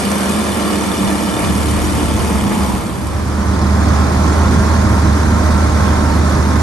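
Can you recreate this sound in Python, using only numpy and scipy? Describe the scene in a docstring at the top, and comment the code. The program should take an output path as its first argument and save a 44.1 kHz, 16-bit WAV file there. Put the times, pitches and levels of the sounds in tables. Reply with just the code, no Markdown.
"""Outboard boat among floating plants

A twin-cylinder four-stroke outboard drives a flat boat through floating plants at full throttle.
Facing astern, firing bursts, knocks and spray shape noise, while crank and propeller orders sound as
tones that sink as the motor bogs down in the weeds. The sound then fades over to the same boat facing
ahead, running more steadily, with a heavier once-per-turn exhaust drone and more low wind noise."""
import sys
import numpy as np
from scipy import signal
from scipy.fft import rfft, irfft, next_fast_len
from scipy.io import wavfile
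from scipy.ndimage import uniform_filter1d, minimum_filter1d, map_coordinates

SR = 44100
rng = np.random.default_rng(int(sys.argv[2]) if len(sys.argv) > 2 else 0)


def wav_record(signal):
    """Record a signal, one row per channel, as 16-bit PCM in the file named by sys.argv[1]."""
    frames = np.transpose(np.atleast_2d(signal))
    bounded = np.clip(frames, -1, 1)
    # unit amplitude maps onto the largest positive 16-bit level
    quanta = np.round(bounded * 32767).astype(np.int16)
    wavfile.write(sys.argv[1], SR, quanta)


N = 291942

CRUISE = 77  # crank turns a second at full throttle in open water

# spectrum of water churned by the propeller: freq_hz [Hz], density_db [dB per Hz]
CHURN_SPECTRUM = [(120, -41), (178, -15), (198, -9.5), (222, -11.5), (260, -21), (400, -77)]


def amp(db):
    """Decibels are a logarithmic measure of an amplitude ratio."""
    return 10 ** (np.asarray(db) / 20)


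def unit(x):
    """Normalization: dividing by the root mean square sets the rms to 1."""
    return x / np.sqrt(np.mean(x ** 2) + 1e-20)


def along(points, hz):
    """Interpolation of (Hz, value) points on a logarithmic frequency axis."""
    f, v = np.transpose(points)
    return np.interp(np.log(hz + 1), np.log(f + 1), v)


def curves(rows):
    """Linear interpolation in time: one curve for each column after the time."""
    s, *cols = np.transpose(rows)
    return [np.interp(np.arange(N) / SR, s, c) for c in cols]


def ramp(span):
    """A linear transition from 0 to 1 between two times in seconds."""
    return np.interp(np.arange(N) / SR, span, [0, 1])


def swells(rows):
    """Raised-cosine envelopes, one for each (centre_s, length_s, height) row."""
    t = np.arange(N) / SR
    total = 0
    for centre, length, height in rows:
        phase = np.pi * np.clip((t - centre) / length, -.5, .5)
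        total = total + height * np.cos(phase) ** 2
    return total


def wobble(rate):
    """Band-limited random fluctuation: a smooth curve through rate random knots a second."""
    knots = rng.standard_normal(2048)
    coarse = np.arange(0, N + 64, 64)
    smooth = map_coordinates(knots, [coarse * rate / SR], mode="wrap")
    return np.interp(np.arange(N), coarse, smooth)


def filtered(x, response):
    """Linear filtering: the spectrum of x times a complex response of frequency."""
    m = next_fast_len(N + SR // 4)
    return irfft(rfft(x, m) * response(np.fft.rfftfreq(m, 1 / SR)), m)[..., :N]


def coloured(x, spectrum):
    """Spectral shaping by a filter, normalized to rms 1."""
    return unit(filtered(x, lambda hz: amp(along(spectrum, hz))))


def noise():
    """Two unrelated white noises: the shared and the differing part of a sound field."""
    return rng.standard_normal((2, N))


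def ports(field, alike, lead, direct):
    """Spatial coherence: two microphone ports hear a partly alike field and a direct sound, phase-shifted."""
    def mixing(hz):
        turn = np.arccos(np.clip(along(alike, hz), -1, 1)) / 2
        return np.array([np.cos(turn), np.sin(turn)])

    mid, side = filtered(field, mixing)
    pair = np.array([direct + mid + side, direct + mid - side])
    return filtered(pair, lambda hz: np.exp(.5j * np.outer([1, -1], along(lead, hz))))


def tone(turns, rough, rate):
    """Narrow-band modulation: a line of rms 1 whose strength and phase stray at random."""
    stray = 1 + rough * (wobble(rate) + 1j * wobble(rate))
    return unit(np.real(stray * np.exp(2j * np.pi * turns)))


def gains(levels_db, speed):
    """Load dependence: a faster crank raises roar and hiss and lowers the propeller levels."""
    # the propeller slips or digs in: centre_s [s], length_s [s], change_db [dB]
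    bites = [(1.4, 0.15, -13), (1.66, 0.13, -21), (1.76, .1, 4), (2.23, 0.28, -2), (2.55, 0.2, 2.5),
             (4.86, 0.34, 8.5)]
    # the drone swells or dips: centre_s [s], length_s [s], change_db [dB]
    drone_swells = [(1.39, 0.28, -12), (1.68, 0.18, 3), (2.52, 0.2, -27), (2.92, 0.22, -14)]
    # clumps of weed pass under the hull, or thin out: centre_s [s], length_s [s], change_db [dB]
    hull_swells = [(1.05, 0.16, 10), (1.8, 0.19, -4), (2.8, 0.54, -2.5), (4.56, 0.35, 5.5)]
    extra = speed - CRUISE
    grip_db = -0.26 * extra + swells(bites)  # slopes are in dB for each turn a second
    return (amp(levels_db["roar"] + 0.39 * extra),
            amp(levels_db["hiss"] + .5 * extra),
            amp(levels_db["drone"] + swells(drone_swells)),
            amp(levels_db["bite"] + grip_db),
            amp(levels_db["churn"] + grip_db),
            amp(levels_db["rumble"] + swells(hull_swells)))


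def firing(crank, sharp, weak, life):
    """Pulsed excitation: two unevenly spaced decaying bursts in each two-turn cycle; life in cycles."""
    first = (crank / 2) % 1
    second = (crank / 2 + .6) % 1
    bursts = np.exp(-first / life) + weak * np.exp(-second / (2 * life))
    return unit(1 + sharp * bursts)


def clatter(crank, scatter_db, count):
    """Impact excitation: valves and pistons knock near fixed crank angles with varying strength."""
    cycles = np.arange(int(crank[-1] / 2))[:, None]
    knocks = np.zeros((2, N))
    for row in knocks:
        play, strength = rng.standard_normal((2, 512, count))[:, :len(cycles)]
        angles = (np.arange(count) + rng.random(count)) / count + .006 * play  # in cycles
        at = np.interp(2 * (cycles + angles), crank, np.arange(N)).astype(int)
        signs = rng.choice([-1, 1], count)
        sizes = signs * amp(scatter_db * np.minimum(strength, 1.5))
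        row += np.bincount(at.ravel(), sizes.ravel(), N)
    t = np.arange(SR // 100) / SR
    ring = rfft(rng.standard_normal(len(t)) * amp(-60 * t / 0.014))
    ring = irfft(ring / np.abs(ring))  # flat spectrum: the casing only smears each knock in time
    return unit(signal.fftconvolve(knocks, ring[None], axes=1)[:, :N])


def roar_astern(crank, knocks):
    """Amplitude-modulated noise: firing bursts and knocks, with combustion surging unevenly under load."""
    # roar facing astern: freq_hz [Hz], density_db [dB per Hz]
    spectrum = [(170, -27), (300, 2.5), (420, -3), (550, -3), (750, -6.5), (950, -6), (1300, -8.5),
                (1580, -13), (1780, -12), (1920, -12.5), (2200, -14.5), (2500, -15.5), (3300, -41)]
    bursts = noise() * firing(crank, sharp=0.42, weak=0.55, life=0.067)
    return coloured(bursts + amp(-6.0) * knocks, spectrum) * amp(wobble(34.5))


def casing(crank):
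    """Modal resonance: uneven knocks set the engine casing ringing, a rasp that later weakens."""
    # modes of the casing: freq_hz [Hz], level_db [dB against the roar]
    modes = [(1780, -26.5), (2980, -24), (3550, -21), (4900, -27), (5600, -28)]
    t = np.arange(SR // 20) / SR
    rasp = np.zeros((2, N))
    for hz, db in modes:
        ring = np.sin(2 * np.pi * hz * t) * amp(-60 * t / .035)  # falls 60 dB in 35 ms
        knocks = clatter(crank, scatter_db=6, count=3)
        rasp += amp(db) * unit(signal.oaconvolve(knocks, ring[None], axes=1)[:, :N])
    return rasp * amp(-4.5 * ramp((1.4, 1.7)))


def housing(x, delay):
    """Comb filtering: a reflection off the engine housing, delay in seconds, adds to the upper mids."""
    # strength of the reflection: time_s [s], share [0-1]
    reflection = [(0, 0.57), (1.3, 1), (1.9, 0.045), (3.6, 0.15)]
    share = np.clip(curves(reflection)[0], 0, .9)
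    band = [(700, -23), (1300, -9.0), (3900, -12.0), (5500, -28), (8000, -26)]  # (Hz, dB)
    return x + share * filtered(x, lambda hz: amp(along(band, hz)) * np.exp(-2j * np.pi * hz * delay))


def engine_tones(crank, column):
    """Order analysis: periodic combustion gives tones at whole and half multiples of the crank speed."""
    # crank tones: order [multiple of crank speed], astern_db, ahead_db [dB relative to each other]
    orders = [(.5, -38, -20), (1.5, -24, -12), (2.5, -12.5, -10.5), (3, -11.5, -8), (4, -47.5, -25),
              (4.5, -12, -17), (5, -16, -20), (7, -16, -37), (8, -19, -14), (12, -55, -12),
              (13.5, -20, -18.5), (14, -28, -17), (15.5, -20, -30), (16, -22, -16), (17.5, -19, -14),
              (18, -16, -21.5), (20, -15, -19.5)]
    return sum(amp(row[column]) * tone(row[0] * crank, rough=0.58, rate=9) for row in orders)


def frame_boom(speed):
    """Forced resonance: four shakes a turn, loud only near the resonance of the frame."""
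    shake_hz = 4 * speed
    centre_hz, half_width_hz, level_db = 300.5, 5.5, -2.5  # level against the roar
    response = 1 / (1 + ((shake_hz - centre_hz) / half_width_hz) ** 2)
    return amp(level_db) * response * tone(np.cumsum(shake_hz) / SR, rough=0.27, rate=23)


def gear_whine(speed):
    """Gear meshing: twelve teeth a turn whine and grind, harder as the weeds drag the motor down."""
    # noise of the gear case: freq_hz [Hz], density_db [dB per Hz]
    grind_spectrum = [(600, -20), (800, -8), (950, -3), (1150, -8.5), (1450, -31)]
    mesh = 12 * np.cumsum(speed) / SR
    lost = CRUISE - speed  # turns a second
    differing = np.array([tone(mesh, rough=0.34, rate=68) for port in range(2)])
    whine = differing + tone(mesh, rough=0.38, rate=20)
    grind = coloured(noise(), grind_spectrum)
    whine_db = np.minimum(-20 + 1.2 * lost, -14)  # both levels are against the roar
    grind_db = np.minimum(-22.5 + 3 * lost, -3)
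    return amp(whine_db) * whine + amp(grind_db) * grind


def propeller(crank, column):
    """Blade-passing tones: the geared-down blades beat unevenly as they chop plants and water."""
    # blade tones: harmonic [multiple of blade rate], astern_db, ahead_db [dB against the bite]
    harmonics = [(1, -17.5, -6), (2, -26.5, -3.5), (3, -63, -12.5)]
    passes = 1.312 * crank  # blade passes per crank turn
    return sum(amp(row[column]) * tone(row[0] * passes, rough=0.25, rate=30) for row in harmonics)


def hollow():
    """Frequency modulation: water around the propeller drones waveringly, and weakens in the mat."""
    # wavering pitch of the churned water: time_s [s], pitch_hz [Hz]
    pitch = [(0, 199.7), (.12, 204.8), (.24, 193.4), (.38, 211), (.58, 197), (.7, 204.5), (.85, 196),
             (1.25, 197.4), (1.48, 209.4), (1.62, 197.1), (1.72, 207.3), (1.95, 194.4), (2.45, 201),
             (2.75, 188)]
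    hz, = curves(pitch)
    level_db = -2 - 9 * ramp((1.2, 1.97))  # against the bite
    return amp(level_db) * tone(np.cumsum(hz) / SR, rough=.24, rate=30)


def rumble(spectrum):
    """Turbulence noise: a lumpy low rumble of air, or of water under the hull."""
    return unit(coloured(noise(), spectrum) * amp(0.45 * wobble(24)))


def droplets(hz, spread, cycles, size_db, count):
    """Superposed impacts: each drop or shred rings for a few cycles at its own pitch."""
    when = rng.random(count)
    pitch = rng.standard_normal(count)
    size = rng.exponential(size=count)
    t = np.arange(160)  # samples
    pitch_hz = np.clip(hz * np.exp(spread * pitch), 1500, SR / 3)
    turns = pitch_hz[:, None] * t / SR
    heights = amp(size_db * np.minimum(size, 4))[:, None]
    drops = heights * np.sin(2 * np.pi * turns) * np.exp(-turns / cycles)
    at = (when * N).astype(int)[:, None] + t
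    return unit(np.bincount(at.ravel(), drops.ravel(), N)[:N])


def patchy(x, depth_db, size):
    """Time-frequency modulation: a random gain in small patches of time and pitch makes the hiss uneven."""
    z = signal.stft(x, nperseg=512)[2]
    patches = rng.standard_normal(z.shape[1:])
    patches = uniform_filter1d(uniform_filter1d(patches, size, 0), size, 1)
    gain = amp(depth_db * unit(patches))
    return unit(signal.istft(z * gain, nperseg=512)[1][:, :N])


def spray_hiss(crank, knocks):
    """Superposition: pulsed noise and falling drops form spray; shreds of weed tick dryly on the boat."""
    # hiss facing astern: freq_hz [Hz], density_db [dB per Hz]
    spectrum = [(1900, -40), (2600, -4.5), (3000, -0.5), (3500, -2.5), (3950, -6), (4900, -3), (5250, -6.5),
                (5600, -4.5), (6800, -7), (8500, -4.5), (10200, 1), (11200, -2), (12000, -14.5),
                (12700, -17), (14000, -43)]
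    drops = np.array([droplets(hz=5980, spread=0.483, cycles=6, size_db=2.6, count=7000)
                      for port in range(2)])
    spray = noise() * firing(crank, sharp=1.4, weak=0.26, life=0.3) + amp(-11.5) * drops
    flecks = droplets(hz=7580, spread=.3, cycles=3, size_db=1.5, count=70)
    uneven = patchy(spray + amp(-3) * knocks, depth_db=2.4, size=3)
    return coloured(uneven + amp(-23) * flecks, spectrum) * amp(0.27 * wobble(14))


def ticks():
    """Impulse decay: each larger shred of weed hits the boat with one dry crack of noise."""
    # hits: start_s [s], level_db [dB]
    hits = [(.1166, -16.5), (.2972, -19), (.3227, -26), (0.6633, -29), (1.7769, -28), (3.07, -22)]
    # their noise: freq_hz [Hz], density_db [dB per Hz]
    spectrum = [(1500, -30), (4800, 0), (7000, 0), (11500, 2), (13000, -13)]
    t = np.arange(N) / SR
    t60_s = 0.018
    strikes = sum((t >= s) * amp(db - 60 * np.abs(t - s) / t60_s) for s, db in hits)
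    return strikes * coloured(rng.standard_normal(N), spectrum)


def gusts():
    """Turbulent pressure: short, deep thumps of wind, different at each port."""
    # thumps: centre_s [s], length_s [s], level_db [dB]
    thumps = [(0.323, .24, -34), (1.05, .24, -31), (1.831, .4, -23), (2.146, .36, -26)]
    # their noise: freq_hz [Hz], density_db [dB per Hz]
    spectrum = [(20, -25), (38, -2), (54, 5), (75, -18), (140, -60)]
    envelope = swells([(s, length, amp(db)) for s, length, db in thumps])
    return envelope * coloured(noise(), spectrum)


def astern():
    """Superposition facing the motor: clatter, straining gears, a churning propeller and flying spray."""
    # crankshaft, bogging in the weeds: time_s [s], speed [turns a second]
    crank_speed = [(0, 77.45), (.3, 77.37), (.6, 75.75), (1.25, 75.2), (1.8, 75.7), (2.4, 72.55),
                   (2.6, 70.93), (2.85, 67.7), (3.3, 66)]
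    # levels at cruising speed by source: level_db [dB]
    levels_db = dict(roar=-20.5, hiss=-26, drone=-28.5, bite=-19.5, churn=-22.5, rumble=-30.5)
    # weed and water under the stern: freq_hz [Hz], density_db [dB per Hz]
    hull_spectrum = [(20, -50), (40, -6), (62, -3.5), (110, 1.5), (160, -4.5), (240, -5.5), (320, -7.5),
                     (500, -64), (900, -78)]
    # likeness of the two ports: freq_hz [Hz], likeness [0-1]
    alike = [(60, 0.55), (200, 0.61), (500, 0.73), (1200, 0.56), (1700, 0.25), (2400, 0.92), (2750, 0.48),
             (3100, .7), (3900, 0.32), (6200, 0.65), (7100, .35), (8400, 0.99), (11000, 0.97)]
    # phase by which the left port leads: freq_hz [Hz], lead_rad [radians]
    lead = [(100, 0.33), (600, 0.74), (1050, 0), (1350, 1.13), (1500, 2.5), (1900, -2), (2300, 0.3),
            (2600, 1.8), (2800, 1.2), (3150, 0.76), (3450, 0.95), (3900, -0.5), (4400, .5), (6700, 0.2),
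            (7500, 0.7), (8750, -0.5), (10250, -3), (11800, -5.5)]
    speed, = curves(crank_speed)
    crank = np.cumsum(speed) / SR  # turns
    roar_gain, hiss_gain, drone_gain, bite_gain, churn_gain, rumble_gain = gains(levels_db, speed)
    in_mat = ramp((1.226, 1.4))  # in the thick mat the exhaust deepens and the hull rumbles
    falter = ramp((2.75, 2.9))  # the motor falters
    power, thrust = amp(-1.5 * falter), amp(-7 * falter)

    knocks = clatter(crank, scatter_db=1.5, count=9)
    engine = roar_gain * (roar_astern(crank, knocks) + casing(crank))
    field = power * housing(engine + hiss_gain * spray_hiss(crank, knocks), delay=0.0017)
    field = field + rumble_gain * amp(10 * in_mat) * rumble(hull_spectrum)
    churn = churn_gain * coloured(noise(), CHURN_SPECTRUM)
    field = field + thrust * (churn + roar_gain * gear_whine(speed))

    drone = drone_gain * amp(8 * in_mat) * tone(crank, rough=0.21, rate=31)
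    tones = roar_gain * (amp(-3.5) * engine_tones(crank, 1) + frame_boom(speed))
    blades = bite_gain * (propeller(crank, 1) + hollow())
    direct = thrust * (drone + blades) + power * tones + ticks()
    return ports(field, alike, lead, direct) * amp([[-.75], [.75]]) + gusts()


def roar_ahead(crank):
    """Amplitude-modulated noise: shallower firing bursts and widely scattered knocks, duller in colour."""
    # roar facing ahead: freq_hz [Hz], density_db [dB per Hz]
    spectrum = [(170, -9), (300, -3), (480, -10), (620, -9.5), (720, -10.5), (950, -8.5), (1250, -12),
                (1600, -15.5), (2000, -19), (2500, -24), (3600, -66)]
    knocks = clatter(crank, scatter_db=8.5, count=12)
    bursts = noise() * firing(crank, sharp=0.09, weak=0.55, life=.13)
    return coloured(bursts + amp(-7.5) * knocks, spectrum)


def leaf_swish(crank):
    """Friction and impact noise: wet leaves swish along the hull, with drops pattering."""
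    # hiss facing ahead: freq_hz [Hz], density_db [dB per Hz]
    spectrum = [(1900, -49), (2600, -4), (3300, -1), (4200, -0.5), (5700, 0.5), (6800, -1), (7600, -5.5),
                (8600, -5), (10200, -1.5), (11200, -7), (12200, -20), (14000, -45)]
    drops = np.array([droplets(hz=5635, spread=0.456, cycles=9.8, size_db=1.0, count=9000)
                      for port in range(2)])
    swish = noise() * firing(crank, sharp=0.38, weak=0.25, life=.35) + amp(-13.5) * drops
    return coloured(patchy(swish, depth_db=1.8, size=3), spectrum)


def cowling():
    """Fixed resonance: the cowling sings at one pitch whatever the speed."""
    # its narrow band: freq_hz [Hz], density_db [dB per Hz]
    spectrum = [(900, -39), (1035, -17), (1068, 5), (1086, -2), (1110, -15), (1250, -43)]
    return amp(-14) * coloured(noise(), spectrum)


def ahead():
    """Superposition facing the bow: throbbing exhaust, a duller engine, wind and swishing leaves."""
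    # crankshaft, running free: time_s [s], speed [turns a second]
    crank_speed = [(3.05, 75.2), (4.07, 75.5), (4.35, 77.3), (4.58, 79.3), (4.95, 77.1), (5.5, 77.1),
                   (5.9, 76.7), (6.3, 76.3), (6.62, 76.8)]
    # levels at cruising speed by source: level_db [dB]
    levels_db = dict(roar=-18.5, hiss=-30, drone=-14, bite=-21, churn=-31.5, rumble=-18)
    # rumble of air and hull: freq_hz [Hz], density_db [dB per Hz]
    wind_spectrum = [(18, -50), (30, -16), (42, -8.5), (60, 0), (110, 1.5), (160, -1), (240, -2),
                     (320, -12.5), (500, -60), (900, -78)]
    # likeness of the two ports: freq_hz [Hz], likeness [0-1]
    alike = [(80, 0.88), (250, 0.82), (520, 0.45), (900, 0.52), (1400, 0.96), (2000, 0.21), (4000, 0.36),
             (7400, 0.23), (8600, 0.84), (10200, 0.98)]
    # phase by which the left port leads: freq_hz [Hz], lead_rad [radians]
    lead = [(200, 0), (500, 0.5), (880, 1.2), (1500, 0.68), (2000, 0.5), (2400, 3), (3150, 3.5),
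            (3450, -.4), (4800, -0.6), (5400, 0.5), (6300, 0.3), (7250, 2), (7700, -1.5), (8750, -1),
            (10250, -3), (11800, -6)]
    speed, = curves(crank_speed)
    crank = np.cumsum(speed) / SR  # turns
    roar_gain, hiss_gain, drone_gain, bite_gain, churn_gain, rumble_gain = gains(levels_db, speed)

    field = roar_gain * roar_ahead(crank) + hiss_gain * leaf_swish(crank)
    field = field * amp(0.4 * wobble(12))
    field = field + rumble_gain * rumble(wind_spectrum)
    field = field + churn_gain * coloured(noise(), CHURN_SPECTRUM)
    field = field + roar_gain * cowling()

    drone = drone_gain * tone(crank, rough=.06, rate=18)  # a nearly steady exhaust note
    blades = bite_gain * propeller(crank, 2)
    direct = drone + blades + roar_gain * amp(-3.5) * engine_tones(crank, 2)
    return ports(field, alike, lead, direct) * amp([[-1.45], [1.45]])


def limited(x):
    """Peak limiting: a smoothed gain, shared by both ports, turns down peaks above 0.9."""
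    needed = np.minimum(1, .9 / (np.abs(x).max(0) + 1e-9))
    return x * uniform_filter1d(minimum_filter1d(needed, size=400), size=300)


def scene():
    """Linear cross-fade: with unrelated sounds the level sags between the two directions."""
    facing = ramp((2.7, 3.8))
    return (1 - facing) * astern() + facing * ahead()


def record(dry):
    """Band limiting: the ports differ in treble, peaks are limited, lows roll off and the top is cut."""
    # half the level difference, left over right: (Hz, dB)
    lean_db = [(80, 0.31), (1000, 0.013), (2600, -0.43), (4500, 1.8), (7000, 1.9), (9500, 0.95)]
    low_hz, top_hz = 26, 12650
    heard = filtered(dry, lambda hz: amp(np.outer([1, -1], along(lean_db, hz))))
    return filtered(limited(heard), lambda hz: (hz < top_hz) * hz ** 4 / (hz ** 4 + low_hz ** 4))


dry = scene()
out = record(dry)
wav_record(out)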